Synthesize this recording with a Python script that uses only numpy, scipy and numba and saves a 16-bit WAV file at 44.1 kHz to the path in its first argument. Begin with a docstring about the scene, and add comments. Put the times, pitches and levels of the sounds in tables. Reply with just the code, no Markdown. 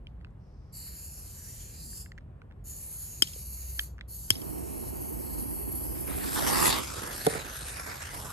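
"""Back yard at night: a hand-held gas torch is opened three times and hisses as turbulent gas rings nozzle and barrel.
Its knob ticks and its igniter snaps twice, short blows on decaying modes; the flame catches and roars, low noise.
A fuse flares up, pops and fizzes on as sparking noise, and the shell drops into a hollow tube and rings its air column.
Distant traffic rumbles under a faint hiss, filtered noise, with one droning engine, a sine of wandering pitch.
A phone with two microphone ports is held close."""
import sys
import numpy as np
from scipy import signal
from scipy.fft import rfft, irfft, next_fast_len
from scipy.io import wavfile
from scipy.ndimage import uniform_filter1d
from numba import njit

SR = 44100
rng = np.random.default_rng(int(sys.argv[2]) if len(sys.argv) > 2 else 0)


def convert_level_to_amplitude(level_db):
    """Map a level in decibels to its linear amplitude factor."""
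    exponent = np.asarray(level_db, float) / 20
    return 10 ** exponent


def store_wav(level_fs):
    """Save 16-bit WAV to argv[1]."""
    pcm = np.round(np.clip(np.atleast_2d(level_fs), -1, 1) * 32767)
    wavfile.write(sys.argv[1], SR, pcm.T.astype(np.int16))


N = 367055
T = np.arange(N) / SR  # s
F = np.fft.rfftfreq(N, 1 / SR) + 1  # Hz, raised by 1 so that its logarithm exists

# openings of the gas valve: opens_s, shuts_s, flow_db
VALVE = [(0.722, 2.018, -0.5), (2.638, 3.839, 0), (4.077, 6.694, 0)]
# the gas cloud catches, one thump: start_s, level_db, pitch_hz, t60_s
CATCH = (4.307, -28, 105, .09)
# burning fuse: time_s, fizz_db, brightness_db as the sparks face the phone
FUSE_BURN = [(5.95, -56, -1), (6.066, -54, -3), (6.085, -42, -8), (6.2, -41, -3.5), (6.286, -38.5, 1),
             (6.31, -38, 2), (6.35, -35, 3.5), (6.41, -31.5, -2), (6.576, -28, -1.5), (6.65, -27.5, 3.5),
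             (6.728, -28, -5.5), (6.774, -27.5, -6), (6.84, -36, -3.5), (7.146, -38.5, -3),
             (7.25, -39, 0.5), (7.37, -36, -4), (7.44, -40.5, -5.5), (7.544, -44, 4), (7.66, -42.5, 0.5),
             (7.71, -42, 1), (7.866, -38, -6.5), (8.184, -43.5, 2), (8.33, -43.5, -2.5)]


def curve(rows, off=-120):
    """Linear interpolation of a table's columns over time; the first column is `off` outside the table."""
    s, first, *rest = np.transpose(rows)
    return [np.interp(T, s, first, off, off)] + [np.interp(T, s, column) for column in rest]


def over_hz(points):
    """Interpolation of a (Hz, value) table on a logarithmic frequency axis, at every bin."""
    hz, value = np.transpose(points)
    return np.interp(np.log(F), np.log(hz), value)


def unit(x):
    """Normalisation to an rms of 1."""
    return x / np.sqrt(np.mean(x ** 2))


def noise(colour):
    """Spectral shaping: white noise weighted by a (Hz, dB) spectrum, rms 1."""
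    white = rfft(rng.standard_normal(N))
    return unit(irfft(white * convert_level_to_amplitude(over_hz(colour)), N))


def walk(rate_hz):
    """Slow random modulation: levels held 1 / rate_hz and smoothed twice, rms 1."""
    hold = int(SR / rate_hz)
    steps = np.repeat(rng.standard_normal(N // hold + 1), hold)
    return unit(uniform_filter1d(uniform_filter1d(steps, hold), hold)[:N])


@njit
def moving_bandpass(x, centre_hz, width_hz):
    """State-variable resonator whose centre may move, with gain 1 at the centre."""
    y, band, low = np.empty(len(x)), 0., 0.
    for i in range(len(x)):
        g, k = np.tan(np.pi * centre_hz[i] / SR), width_hz / centre_hz[i]
        v = (band + g * (x[i] - low)) / (1 + g * (g + k))
        band, low, y[i] = 2 * v - band, low + 2 * g * v, k * v
    return y


def resonant(source, pitch_hz, modes, first_db=0., second_db=0.):
    """Excited resonances in fixed ratio to one moving pitch; the first two may swell and fade."""
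    bands = []
    for ratio, width_hz, db in modes:
        centre_hz = np.clip(ratio * pitch_hz, 100, .4 * SR)
        once = moving_bandpass(source, centre_hz, 1. * width_hz)
        twice = moving_bandpass(once, centre_hz, 1. * width_hz)  # steeper skirts
        bands.append(convert_level_to_amplitude(db) * unit(twice))
    moved = sum(bands[2:]) + convert_level_to_amplitude(first_db) * bands[0] + convert_level_to_amplitude(second_db) * bands[1]
    return moved / np.sqrt(np.mean(sum(bands) ** 2))


def ports(make, alike, lead_s=0., turn=0., pan_db=0.):
    """Partial coherence: left hears one draw; right a phase-shifted copy blended with a second draw."""
    one, other = rfft(make()), rfft(make())
    # above 9 kHz the right port always leads by 0.2947 ms and is inverted
    phase = np.where(F > 9000, np.pi + 2 * np.pi * F * 0.0002947, turn + 2 * np.pi * F * lead_s)
    c = np.clip(alike, -1, 1)
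    right = c * one * np.exp(1j * phase) + np.sqrt(1 - c ** 2) * other
    return irfft(np.array([one * convert_level_to_amplitude(pan_db / 2), right * convert_level_to_amplitude(-pan_db / 2)]), N)


def patchy(x, patchy_db, width_hz, hold_s):
    """Random modulation: patches of the time-frequency plane swell and fade on their own."""
    f, t, z = signal.stft(x, SR, nperseg=512)
    field = rng.standard_normal(z.shape[-2:])
    for size, axis in ((width_hz / f[1], 0), (hold_s / (t[1] - t[0]), 1)):
        length = int(size) + 1
        field = uniform_filter1d(uniform_filter1d(field, length, axis), length, axis)
    return signal.istft(z * convert_level_to_amplitude(patchy_db * unit(field)), SR, nperseg=512)[1][..., :N]


def sounding(start_s, grows_s, stop_s, dies_db_per_s):
    """Exponential onset and decay: gain grows from a start, holds, and dies away after a stop."""
    onset = 1 - np.exp(-np.clip(T - start_s, 0, None) / grows_s)
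    return onset * convert_level_to_amplitude(-dies_db_per_s * np.clip(T - stop_s, 0, None))


def strike(out, s, db, modes, push_s, pan_db=0., lead_s=.00038, sign=-1, tail_db=-18, rough=1,
           rise_s=.00001, sharp=0.):
    """Modal excitation: a push, rough or smooth, rings (Hz, dB, t60 s) modes; the right port gets it earlier."""
    t = np.arange(int(.25 * SR)) / SR
    decay = np.exp(-t / push_s) + convert_level_to_amplitude(tail_db) * np.exp(-t / (5 * push_s))
    shape = (1 - np.exp(-t / 0.00054)) * decay
    ring = sum(convert_level_to_amplitude(g) * np.sin(2 * np.pi * f * t) * np.exp(-np.log(1000) * t / t60) for f, g, t60 in modes)
    ring = ring * (1 - np.exp(-t / rise_s))
    # small parts radiate nothing far below their lowest mode
    highpass = signal.butter(3, 0.81 * modes[0][0], "high", fs=SR, output="sos")
    ring = signal.sosfilt(highpass, ring)
    both, own = (1 - rough + rough * rng.standard_normal((2, len(t)))) * shape
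    both[int(.0004 * SR)] += sharp  # the sharp contact comes as the push builds up
    for side, push in enumerate((both, sign * both + .6 * rough * own)):
        piece = signal.fftconvolve(ring, push)[:len(t)]
        start = int((s - side * lead_s) * SR)
        peak = convert_level_to_amplitude(db + (1.0 - side) * pan_db)  # pan_db changes the left port only
        out[side, start:start + len(t)] += piece / np.abs(piece).max() * peak


def torch_gas():
    """Turbulent excitation of resonators: gas rings the nozzle (jet) and, lower down, the barrel; both flutter."""
    # nozzle resonances, width of each of two filters in series: pitch_ratio, width_hz, level_db
    jet_modes = [(1.002, 1250, 4.5), (1.1, 1320, 2.5), (1.328, 3700, 2), (1.3, 3000, 0.5), (0.866, 950, -8)]
    # barrel resonances, likewise: pitch_ratio, width_hz, level_db
    barrel_modes = [(0.965, 1270, 4), (0.623, 1020, -1.5), (0.8, 460, -5), (1.17, 930, -2),
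                    (0.38, 2250, -11.5), (0.21, 2200, -9.5)]
    # the hand turns the nozzle: time_s, gain_db of the jet as it points at the phone
    aim_rows = [(0.78, 0.5), (1.75, -6.5), (1.86, -2), (2.02, -2.5), (2.69, -1), (3.0, 2), (3.24, -6),
                (3.5, 3), (3.65, 1), (3.8, 5.5), (3.86, 3.5), (4.13, 4), (4.34, -2), (4.51, 3), (4.95, 2.5),
                (5.65, 6), (6.3, 6), (6.55, 8.5), (6.7, 10.5)]
    # the grip on the barrel shifts: time_s, pitch_hz, second_resonance_db
    grip = [(0.72, 7370, 5.5), (1.0, 7200, -0.5), (1.72, 7220, -2), (1.8, 7300, 2.5), (1.9, 7570, 2),
            (2.1, 7600, 1.5), (2.64, 6970, -4), (3.0, 7000, -1), (3.8, 6950, -0.5), (4.3, 7160, -0.5),
            (4.6, 7000, -2), (5.3, 6700, -5.5), (5.7, 7160, -0.5), (6.1, 7900, 1), (6.7, 7900, -6)]
    # likeness of the ports for the gas: frequency_hz, coherence (-1 opposite to 1 alike)
    gas_alike = [(1500, -0.43), (2200, 0.99), (2900, 0.85), (3300, -0.37), (3900, 0.93), (4600, .7),
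                 (5300, -0.076), (5900, 0.25), (7000, 0.99), (7800, 0.49), (8900, -0.18), (9500, 0.94),
                 (16000, 1)]
    jet_db, barrel_db, seep_db = -42, -51, -77.5
    opens_s, jet_dies_db_per_s, barrel_dies_db_per_s = 0.029, 346, 247
    wander = 0.012  # rms, as a fraction of the jet's pitch

    aim_db = np.interp(T, *np.transpose(aim_rows))
    jet_hz = (10270 + 47 * aim_db) * (1 + wander * walk(4.76))  # side-on the jet is duller
    barrel_hz, second_db = curve(grip, 7000)
    barrel_hz = barrel_hz * (1 + wander / 2 * walk(6.4))
    lit_db = -6.5 * (T > CATCH[0])  # burning gas rings the barrel's main resonance less
    flutter = convert_level_to_amplitude(0.24 * walk(400) + 0.92 * walk(60))

    def flow(dies):
        """Superposed valve openings as one gain."""
        return sum(convert_level_to_amplitude(db) * sounding(a, opens_s, b, dies) for a, b, db in VALVE)

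    def jet_draw():
        """Noise-driven nozzle resonance."""
        return resonant(flutter * rng.standard_normal(N), jet_hz, jet_modes)

    def barrel_draw():
        """Noise-driven barrel resonance."""
        return resonant(flutter * rng.standard_normal(N), barrel_hz, barrel_modes, lit_db, second_db)

    jet = patchy(ports(jet_draw, over_hz(gas_alike)), 2.2, 300, 0.11)
    jet = jet * convert_level_to_amplitude(jet_db + aim_db) * flow(jet_dies_db_per_s)
    barrel = patchy(ports(barrel_draw, over_hz(gas_alike)), 2.94, 300, 0.13)
    # side-on the barrel is louder
    barrel = barrel * convert_level_to_amplitude(barrel_db - 0.25 * aim_db) * flow(barrel_dies_db_per_s)
    # gas creeps past the valve seat before it first opens
    seep = ports(lambda: noise([(3000, -26.0), (5300, -1), (7500, -23.0), (12000, -48.5)]), 0.31)
    seep = seep * convert_level_to_amplitude(seep_db) * sounding(0.38, 0.05, VALVE[0][0], jet_dies_db_per_s)
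    return jet + barrel + seep


def flame():
    """Turbulent combustion: a low roar, inverted and stronger in the right port; the flaring fuse feeds it."""
    # spectrum of the roar: frequency_hz, level_db
    roar_colour = [(40, -37), (120, -1.5), (330, 4.5), (500, -7.5), (900, -10.5), (1500, -26),
                   (3000, -29.5), (8000, -121)]
    flame_db, fed_db = -39.5, -8.5  # fed_db: roar the flaring powder adds, against its fizz
    grows_s, dies_db_per_s = 0.041, 89
    lick = convert_level_to_amplitude(flame_db) + convert_level_to_amplitude(curve(FUSE_BURN)[0] + fed_db)
    lick = lick * sounding(CATCH[0], grows_s, VALVE[-1][1], dies_db_per_s)
    lick = lick * convert_level_to_amplitude(.8 * walk(60))
    return lick * ports(lambda: noise(roar_colour), 0.92, lead_s=0.00013, turn=np.pi, pan_db=-5.5)


def fuse():
    """Random impulsive emission: powder spits noise in puffs and sparks; the left port's lows lag variably."""
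    # spectrum of the fizz: frequency_hz, level_db
    fizz_colour = [(60, -5), (200, -6), (400, -5), (1000, -2), (2000, -2.5), (3000, -9), (4200, -10.5),
                   (6000, -10.5), (8500, -6), (11300, -4), (12900, -14), (14500, -45)]
    # likeness of the ports for the fuse: frequency_hz, coherence (-1 opposite to 1 alike)
    fizz_alike = [(200, 0.74), (1500, 0.8), (3000, 0.24), (4200, 0.82), (6000, 0.25), (8300, 0.61),
                  (10000, 1), (16000, 0.5)]
    # the hand shades the right port: frequency_hz, left_minus_right_db
    shade = [(200, -7), (900, -4.5), (2200, 1.5), (4000, 3), (6000, 4), (9000, -0.5), (16000, 1.5)]
    # the fuse moves around the phone: time_s, left_lag_ms, left_turn_rad
    path = [(6.07, 0.19, 2.5), (6.35, 0.06, 3.5), (6.47, 1.02, 0.5), (6.7, 1.19, 1.4), (6.8, 1.01, 1.3),
            (7.1, 0.66, 0.6), (7.3, 0.815, 2.54), (8.0, .85, 1), (8.12, 0.67, 1.4), (8.22, .3, 1.1),
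            (8.33, 0.0049, 0)]
    db, bright_db = curve(FUSE_BURN)
    spit = convert_level_to_amplitude(db + 1.8 * walk(350) + .8 * walk(90) + .5 * walk(25))
    sparks = 1 + (rng.random(N) < 300 / SR) * 0.8 * rng.exponential(size=N)  # about 300 a second
    pair = ports(lambda: noise(fizz_colour) * sparks, over_hz(fizz_alike), pan_db=over_hz(shade))
    pair = patchy(patchy(pair, 2.2, 500, .12), 1.6, 900, .025)
    low, below = (signal.sosfiltfilt(signal.butter(2, hz, fs=SR, output="sos"), pair) for hz in (2700, 5700))
    # the middle takes only a share of the brightness, the top all of it
    middle = (below - low) * convert_level_to_amplitude(3.5 + 0.57 * bright_db)
    top = (pair - below) * convert_level_to_amplitude(bright_db)
    s, lag_ms, turn_rad = np.transpose(path)
    analytic = signal.hilbert(low[0], next_fast_len(N))[:N]
    turned = np.real(analytic * np.exp(1j * np.interp(T, s, turn_rad)))
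    low = np.array([np.interp(T - np.interp(T, s, lag_ms) / 1000, T, turned), low[1]])
    # a jet of sparks briefly lifts the fizz around 4250 Hz
    flare = convert_level_to_amplitude(9) * np.exp(-((T - 6.722) / 0.035) ** 2)
    narrow = np.array([moving_bandpass(np.ascontiguousarray(ear), np.full(N, 4250.), 1100.) for ear in pair])
    return spit * (flare * narrow + low + middle + top)


def igniter_snaps(out):
    """Impact on a stiff body: each snap rings high modes and a crack; a rebound and echoes slap back."""
    # igniter snaps: start_s, level_db, crack_db against the snap
    snaps = [(3.2218, -5.5, -3), (4.3042, -6, -3)]
    # modes of the igniter: frequency_hz, level_db, t60_s
    snap_modes = [(320, 0, 0.0068), (1800, -15.5, 0.015), (3136, 3.5, 0.013), (5250, 1.5, 0.014),
                  (5720, -6.5, 0.0058), (8160, 2.5, 0.005), (9450, -1.5, 0.0048), (11550, -6, 0.0073)]
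    # the hammer's rebound and echoes slapping back: delay_s after the snap, level_db against it
    slaps = [(.008, -15.5), (.019, -36), (0.0492, -24), (.062, -33), (.112, -30)]
    for s, db, crack_db in snaps:
        strike(out, s, db + 0.5, snap_modes[1:], .0007, pan_db=8.0, tail_db=-9.0, sharp=6)
        # fences scatter it back
        scatter = [(3700, -2.0, 0.00058), (8000, -8.0, 0.00043)]
        strike(out, s + 0.0041, db - 26.5, scatter, .045, tail_db=-46.0)
        strike(out, s + 0.0023, db - 21.5, snap_modes[:1], .0003, rough=0, sign=1)
        strike(out, s, db + crack_db, [(7470, 0, 0.00042)], .0012)
        for late_s, late_db in slaps:
            strike(out, s + late_s, db + late_db, snap_modes[2:6], .002)


def flame_catch(out):
    """Sudden expansion of the igniting gas cloud: one smooth push on a low, heavily damped mode."""
    s, db, hz, t60 = CATCH
    strike(out, s, db, [(hz, 0, t60)], .001, -9.0, rough=0, sign=1)


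def fuse_pops(out):
    """Impulsive bursts of powder: short rough pushes on three damped modes."""
    # pops of the fuse: start_s, peak_db, treble_db
    pops = [(6.655, -13, -5.5), (7.1025, -43, -1)]
    for s, db, treble_db in pops:
        modes = [(2000, 0.013, 0.0074), (4140, treble_db - 0.5, 0.0065), (7900, treble_db, 0.013)]
        strike(out, s, db, modes, .001, sign=0.53)


def shell_drop(out):
    """Air-column resonance: the shell and its bounces ring the tube, each with a hard knock on top."""
    # the shell lands and bounces: start_s, level_db, knock_db against the ring
    drops = [(7.266, -6.5, -4), (7.299, -26, -4), (7.325, -26, -3), (7.349, -22, -8)]
    # modes of the tube: frequency_hz, level_db, t60_s
    tube = [(167, -3.5, 0.042), (289, -3.5, 0.051), (447, 6, 0.056), (573, -3, 0.07), (744, 5.5, 0.045),
            (1000, 3, 0.024), (1400, -5, 0.044), (2330, -26, .04), (4300, -23, 0.035)]
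    knock = [(hz, 0, .003) for hz, _, _ in tube[4:]] + [(5900, 7.8, 0.0013), (10000, 16.0, 0.0009)]
    for s, db, knock_db in drops:
        # the air column builds up
        strike(out, s, db, tube, .0002, -3.5, lead_s=0.00044, sign=0.55, rough=0, rise_s=0.0028)
        strike(out, s, db + knock_db, knock, .0015)


def knob_ticks(out):
    """Contact of small solid parts: knob and fingers ring short modes in fixed ratio to each tick's pitch."""
    # ticks, beginning 0.38 ms after the time given: time_s, level_db, pitch_hz, upper_modes_db
    ticks = [(0.017, -73, 2100, -6), (0.0689, -36, 2950, -18), (0.204, -61, 2100, -20),
             (0.211, -51, 1900, -5), (0.221, -64, 2000, 0), (0.246, -43, 1550, -18),
             (0.2464, -38.5, 2550, -20), (0.2684, -52, 1300, -11), (0.306, -66, 2600, 4),
             (1.93, -45, 1800, -8), (2.06, -40, 1840, -10), (2.118, -36, 1920, -3), (2.178, -38, 1770, -3),
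             (2.183, -38, 1860, -8), (2.2079, -57, 1660, -6), (2.2794, -67, 1900, -10),
             (2.326, -68, 1700, -18), (2.4173, -43, 1570, -14), (2.503, -62, 1700, -14),
             (2.511, -47.5, 1700, -15), (2.522, -51, 2000, -16), (2.563, -62, 1600, -8),
             (3.7919, -16, 1780, 3.5), (3.7935, -15, 3120, -10), (3.981, -41.5, 1826, -4),
             (3.9896, -40.5, 1700, -16), (3.996, -61, 1800, 11), (4.0096, -28.5, 2110, -28)]
    # modes of a tick: pitch_ratio, level_db, t60_s
    tick_modes = [(.85, -6, .004), (1.0, 0, .006), (1.25, -12, .003), (1.5, -9, .003), (2.4, -3, .004),
                  (3.0, -6, .003), (4.6, -12, .002), (6.2, -14, .002)]
    for s, db, hz, upper_db in ticks:
        modes = [(ratio * hz, g + (ratio > 2) * upper_db, t60) for ratio, g, t60 in tick_modes]
        strike(out, s + 0.00038, db, modes, .0009, -1.5, lead_s=.00013, sign=0.75, rise_s=0.00016,
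               tail_db=-20, sharp=3.3)
        # fences scatter it back
        strike(out, s + 0.0039, db - 33.5, [(hz, 0, .002), (1.54 * hz, -4, .002)], .04, tail_db=-38)


def finger_tap(out):
    """Soft impact: a finger taps the phone, a smooth push on one damped mode."""
    # taps: start_s, peak_db, pitch_hz, t60_s
    taps = [(3.361, -43, 480, 0.02)]
    for s, db, hz, t60 in taps:
        strike(out, s, db, [(hz, 0, t60)], .0008, rough=0, sign=1)


def knocks():
    """Linear superposition of all the short blows."""
    out = np.zeros((2, N))
    for blows in (igniter_snaps, flame_catch, fuse_pops, shell_drop, knob_ticks, finger_tap):
        blows(out)
    return out


def town():
    """Diffuse far field: swelling traffic bass, nearly alike in both ports, steady noise above it and a drone."""
    # spectrum of the background, traffic bass and faint microphone hiss: frequency_hz, level_db
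    colour = [(22, 0.5), (60, 3), (146, -8.5), (271, -23.5), (400, -25.5), (1100, -36), (3000, -52.5),
              (6000, -67), (9000, -60), (10200, -82), (11400, -59.5), (13000, -85)]
    # likeness of the ports for the background: frequency_hz, coherence
    alike = [(60, 0.97), (130, 0.98), (300, 1), (650, 0.55), (1500, 0.5), (12000, .5)]
    # phase of the right port: frequency_hz, turn_rad
    port_turn = [(130, 0), (300, -1.06), (1500, -1.4)]
    # swell of the bass: time_s, gain_db
    swell = [(0, -45.5), (4.2, -47), (5.0, -42.5), (6.0, -42), (6.5, -43), (7.0, -46), (8.33, -46.5)]
    # far engine: time_s, level_db, pitch_hz
    engine = [(3.3, -59, 62.4), (3.65, -42, 61.56), (4.4, -56, 59.66), (4.9, -57, 59.2), (5.5, -52, 59.5),
              (5.8, -56, 68.66), (6.8, -51, 70.4)]
    pair = ports(lambda: noise(colour), over_hz(alike), turn=over_hz(port_turn))
    bass = signal.sosfiltfilt(signal.butter(2, 130, fs=SR, output="sos"), pair)
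    steady = patchy(pair - bass, 0.98, 300, 0.13) * convert_level_to_amplitude(-42.0)
    drone_db, drone_hz = curve(engine)
    drone_phase = 2 * np.pi * np.cumsum(drone_hz + 1.393 * walk(6.5)) / SR
    drone = convert_level_to_amplitude(drone_db + 2.0 * walk(12)) * np.sin(drone_phase) * np.sqrt(2)
    return bass * convert_level_to_amplitude(curve(swell)[0]) + steady + drone


def scene():
    """Linear superposition of all sources at the two ports."""
    return torch_gas() + flame() + fuse() + knocks() + town()


def roll_off(x):
    """The treble ends steeply here."""
    return signal.sosfilt(signal.butter(12, 16850, fs=SR, output="sos"), x)


def record(dry):
    """Port response and saturation: a slight lift near 11 kHz, lost extremes and rounded peaks."""
    # response of the ports: frequency_hz, gain_db
    port_colour = [(15, -57), (26, -26), (45, 1), (9000, -1), (11300, 1), (12600, -2), (13800, -9.5),
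                   (15500, -19), (16200, -45.5), (22000, -74)]
    half = 4096  # samples on each side of the response's centre
    response = np.roll(irfft(convert_level_to_amplitude(over_hz(port_colour)), N), half)[None, :2 * half + 1]
    padded = np.pad(dry, ((0, 0), (half, half)), "reflect")
    coloured = signal.fftconvolve(padded, response, "valid", axes=1)
    rounded = .85 * np.tanh(coloured / .85)
    return roll_off(rounded)


dry = scene()
out = record(dry)
store_wav(out)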